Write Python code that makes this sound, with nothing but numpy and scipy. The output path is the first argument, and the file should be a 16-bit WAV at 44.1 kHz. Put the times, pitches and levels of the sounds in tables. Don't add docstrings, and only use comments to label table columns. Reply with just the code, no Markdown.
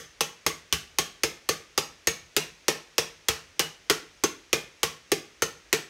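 import sys
import numpy as np
from scipy import signal
from scipy.fft import rfft, irfft
from scipy.io import wavfile

SR = 44100
rng = np.random.default_rng(int(sys.argv[2]) if len(sys.argv) > 2 else 0)


def pcm_store(signal):
    levels = np.round(np.clip(np.atleast_2d(signal), -1, 1) * 32767)
    wavfile.write(sys.argv[1], SR, levels.astype(np.int16).T)


def level_to_linear(level):
    exponent = np.asarray(level, float) / 20
    return 10 ** exponent


N = 259943
RING_S = 0.4
TIME = np.arange(int(RING_S * SR)) / SR


def colour(x, points):
    hz, db = np.transpose(points)
    log_hz = np.log(np.fft.rfftfreq(2048, 1 / SR) + 1)
    cepstrum = irfft(np.log(level_to_linear(np.interp(log_hz, np.log(hz), db))))
    cepstrum[1:1024] *= 2
    cepstrum[1025:] = 0
    response = irfft(np.exp(rfft(cepstrum)))
    return signal.fftconvolve(x, response)[:len(x)]


def loud(x, db):
    onset = x[:int(0.012 * SR)]
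    return x * level_to_linear(db) / np.sqrt(np.mean(onset ** 2))


def ring(modes, scatter_db, detune):
    hz, db, t60 = np.array(modes, float).T[:, :, None]
    level_luck, pitch_luck = rng.standard_normal((2, len(modes), 1))
    sign = (-1.0) ** np.arange(len(modes))[:, None]
    gain = sign * level_to_linear(db + scatter_db * level_luck)
    wave = np.sin(2 * np.pi * hz * (1 + detune * pitch_luck) * TIME)
    decay = 1000.0 ** (-TIME / t60)
    return np.sum(gain * wave * decay, axis=0)


def late(x, lag_s, push_s):
    push = np.hanning(int(push_s * SR) + 3)
    response = np.r_[np.zeros(int(lag_s * SR)), push / push.sum()]
    return np.convolve(x, response)[:len(x)]


def chatter(spread_db, rise_s, hold_s):
    uneven = level_to_linear(spread_db * rng.exponential(size=len(TIME)))
    contacts = uneven * rng.standard_normal(len(TIME))
    bite = (TIME / rise_s) ** 2 / (1 + (TIME / rise_s) ** 2)
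    return contacts * bite * np.exp(-TIME / hold_s)


def hiss():
    # (frequency [Hz], relative density [dB per Hz])
    hiss_spectrum = [(18, -35), (30, 12), (153, -11.5), (266, -5.5), (437, -3), (866, -9.5), (2170, -3.5),
                     (4190, -9), (6380, -8), (7270, -15.5), (16000, -33.5)]
    hiss_db = -58.5
    x = colour(rng.standard_normal(N), hiss_spectrum)
    return x * level_to_linear(hiss_db) / x.std()


def walls():
    # (band centre [Hz], relative level [dB], decay by 60 dB [s])
    wall_bands = [(86.4, -7, 0.86), (200.7, -0.5, 0.37), (348, -12, 0.21), (624, -6.5, 0.34),
                  (1365, -4, 0.35), (2920, -8.5, 0.36), (6520, -7.5, 0.33), (8100, -9.5, 0.15),
                  (13600, -6.5, 0.26)]
    reflections = 0
    for hz, db, t60 in wall_bands:
        edges = [hz / 1.42, min(hz * 1.42, 0.45 * SR)]
        sos = signal.butter(2, edges, "bandpass", fs=SR, output="sos")
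        band = signal.sosfilt(sos, rng.standard_normal(len(TIME))) * 1000.0 ** (-TIME / t60)
        reflections = reflections + level_to_linear(db) * band / np.sqrt(SR * t60 / np.log(1e6))
    arrival = 1 - np.exp(-(TIME / 0.0045) ** 2)
    first_wave = 1 + level_to_linear(8) * np.exp(-TIME / 0.0045)
    return reflections * arrival * first_wave


def ring_stand(thump_db, hum_db):
    # (frequency [Hz], relative level [dB], decay by 60 dB [s])
    rocking_modes = [(69, -6, 0.1), (113, -11.5, 0.097)]
    # (frequency [Hz], relative level [dB], decay by 60 dB [s])
    humming_modes = [(155.7, -11, 0.19), (228, -1.5, 0.012)]
    thump = loud(ring(rocking_modes, 1.23, 0.059), thump_db)
    hum = loud(ring(humming_modes, 1.0, 0.0061), hum_db)
    return late(thump + hum, lag_s=0.0031, push_s=0.0028)


def ring_shoe(shoe_db, shoe_hz):
    # (multiple of the blow's pitch [ratio], relative level [dB], decay by 60 dB [s])
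    shell_modes = [(1, 0, 0.037), (.76, -4, 0.024), (1.2, 2, 0.012)]
    # (frequency [Hz], relative level [dB], decay by 60 dB [s])
    air_mode = (445, -4.5, 0.093)
    modes = [(ratio * shoe_hz, db, t60) for ratio, db, t60 in shell_modes] + [air_mode]
    shoe = ring(modes, 1.0, 0.004)
    shoe = signal.sosfilt(signal.butter(2, 190, "highpass", fs=SR, output="sos"), shoe)
    return late(loud(shoe, shoe_db), lag_s=0.00377, push_s=0.0018)


def ring_head(off_mm):
    # (frequency [Hz], decay by 60 dB [s], level at 1 mm off centre towards the handle [dB],
    #               level at 1 mm off centre away from the handle [dB])
    head_modes = [(6190, 0.097, -33, -56), (6533, 0.053, -33.5, -33.5)]
    head = 0
    for hz, t60, near_db, far_db in head_modes:
        side_db = near_db if off_mm < 0 else far_db
        head = head + ring([(hz, side_db, t60)], 0, 0.00011)
    return late(abs(off_mm) * head, lag_s=0.000917, push_s=0.00005)


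def ring_blade(blade_db, favoured_hz):
    # (frequency [Hz], relative level [dB], decay by 60 dB [s])
    blade_modes = [(813.5, -8.5, 0.07), (1116, -0.5, 0.039), (1245, 5, 0.017), (1396, 2, 0.011),
                   (1796, -3, 0.052), (2037, 4, 0.014), (2218, -7, 0.05), (2440, -11, 0.025),
                   (2666, 2, 0.012), (2670, -11, 0.11), (2935, -7, 0.058), (3370, 1, 0.018),
                   (3080, -39, 0.046), (4080, -3, 0.013), (4590, -6.5, 0.029), (5100, -24.5, 0.048),
                   (5650, -6.5, 0.026), (7750, -19, 0.16)]
    struck = []
    for hz, db, t60 in blade_modes:
        octaves_away = np.log2(hz / favoured_hz)
        struck.append((hz, db + 10 * np.exp(-(octaves_away / 0.12) ** 2), t60))
    drive = chatter(spread_db=2.5, rise_s=0.0003, hold_s=0.0002)
    return loud(signal.fftconvolve(drive, ring(struck, 2.62, 0.0088))[:len(TIME)], blade_db)


def contact_spectrum(bright):
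    # (frequency [Hz], relative density [dB per Hz])
    crack_colour = [(120, -42), (300, -60.5), (700, -1), (1200, -5), (2500, 3.5), (4000, 0), (6000, 0),
                    (7500, -7.5), (9500, -10), (10400, -13.5), (11500, -11), (15500, -20)]
    return [(hz, db + bright * np.log2(hz / 4000)) for hz, db in crack_colour]


def clang(x, favoured_hz):
    return colour(x, [(favoured_hz / 1.045, 0), (favoured_hz, 8), (favoured_hz * 1.02, 0)])


def strike_crack(blow_db, spectrum, favoured_hz, rebound_s):
    swing = np.cos(2 * np.pi * (TIME - 0.0008) / rebound_s)
    bursts = level_to_linear(5.0 * swing * np.exp(-TIME / 0.017))
    contact = bursts * chatter(spread_db=2.0, rise_s=0.0006, hold_s=0.014)
    return clang(loud(colour(contact, spectrum), blow_db - 20.0), favoured_hz)


def strike_tick(blow_db, spectrum, favoured_hz, rebound_s):
    contact = np.diff(chatter(spread_db=5.0, rise_s=0.00048, hold_s=0.00097), prepend=0)
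    tick = loud(colour(contact, spectrum), blow_db - 19.0)
    tick = tick + level_to_linear(-10.5) * late(tick, rebound_s, 0.0001)
    return clang(tick, favoured_hz)


def follow_blow(blow_db, shoe_db):
    # (value for the usual blow [dB], gain per dB of harder blow [dB/dB],
    #            gain per dB of louder shoe [dB/dB]); for brightness, dB per octave replaces dB
    blade_law = (-25, 0.27, -0.003)
    hum_law = (-40.5, 0.54, -0.028)
    echo_law = (-0.67, 0.18, -0.021)
    bright_law = (0.43, -0.26, -0.043)
    harder_db = blow_db - -5
    louder_db = shoe_db - -24
    return [usual + per_blow * harder_db + per_shoe * louder_db
            for usual, per_blow, per_shoe in (blade_law, hum_law, echo_law, bright_law)]


def blow(blow_db, shoe_db, shoe_hz, thump_db, favoured_hz, off_mm):
    blade_db, hum_db, echo_db, bright = follow_blow(blow_db, shoe_db)
    spectrum = contact_spectrum(bright)
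    rebound_s = 0.0035 * (1 + 0.12 * rng.standard_normal())
    crack = strike_crack(blow_db, spectrum, favoured_hz, rebound_s)
    tick = strike_tick(blow_db, spectrum, favoured_hz, rebound_s)
    blade = ring_blade(blade_db, favoured_hz)
    head = ring_head(off_mm)
    bodies = ring_shoe(shoe_db, shoe_hz) + ring_stand(thump_db, hum_db)
    impulse = 1.0 * (TIME == 0)
    smooth_crack = clang(loud(colour(impulse, spectrum), blow_db - 13), favoured_hz)
    to_walls = smooth_crack + level_to_linear(-1.5) * blade + level_to_linear(-1) * head + level_to_linear(-1) * bodies
    echo = level_to_linear(echo_db) * signal.fftconvolve(to_walls, walls())[:len(TIME)]
    return crack + tick + blade + head + bodies + echo


def scene():
    # (time [s], relative blow level [dB], shoe level [dB], shoe pitch [Hz],
    #             stand thump level [dB], favoured blade pitch [Hz],
    #             landing off the centre of the hammer face [mm, negative towards the handle])
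    blow_list = [(-0.047, -12.5, -31, 442, -44, 5130, -3), (0.2069, -7.5, -26, 465, -53, 2970, -2.5),
                 (0.4641, -7, -26.5, 439, -43, 2150, 4), (0.7254, -6.5, -33, 420, -36, 3030, -1.5),
                 (0.9853, -5.5, -28, 432, -47.5, 3190, 5), (1.234, -6.5, -23.5, 433, -43, 5230, 3.5),
                 (1.4894, -7, -23, 440, -46, 4300, -2), (1.777, -7, -24, 443, -46, 4990, 4),
                 (2.071, -6, -24.5, 452, -40.5, 2290, 10.5), (2.365, -4.5, -24, 426, -48, 2790, -1.5),
                 (2.682, -5, -19.5, 441, -54, 5690, 0), (2.981, -5, -21, 462, -48, 5140, 3.2),
                 (3.2845, -5, -27, 452, -38.5, 3330, 0.5), (3.594, -5, -26, 446, -50, 2960, 1.6),
                 (3.898, -3.5, -20, 408, -44, 1404, 2.5), (4.237, -8, -19, 387, -53.5, 1445, -4.5),
                 (4.529, -5.5, -20, 448, -44.5, 2440, 1.8), (4.831, -6, -24.5, 470, -44, 2930, 2),
                 (5.1174, -7.5, -17.5, 407, -46, 4970, 3), (5.421, -8, -21.5, 452, -42.5, 1420, -3.5),
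                 (5.7278, -4.5, -21.5, 410, -45.5, 2430, 2.5)]
    lead = int(0.1 * SR)
    out = np.zeros(lead + N + len(TIME))
    for time_s, *how in blow_list:
        at = lead + int(time_s * SR)
        out[at:at + len(TIME)] += blow(*how)
    return (out[lead:lead + N] + hiss())[None]


def roll_off(x):
    return signal.sosfilt(signal.butter(12, 16960, fs=SR, output="sos"), x)


def record(dry):
    # (frequency [Hz], gain [dB])
    top_cut = [(15700, 0), (15900, -8), (16500, -14), (16800, -50), (17500, -70)]
    x = signal.sosfilt(signal.butter(2, 45, "highpass", fs=SR, output="sos"), dry[0])
    rounded = np.tanh(1.608 * x) / 1.353
    mix = colour(rounded, top_cut)[None]
    return roll_off(mix)


dry = scene()
out = record(dry)
pcm_store(out)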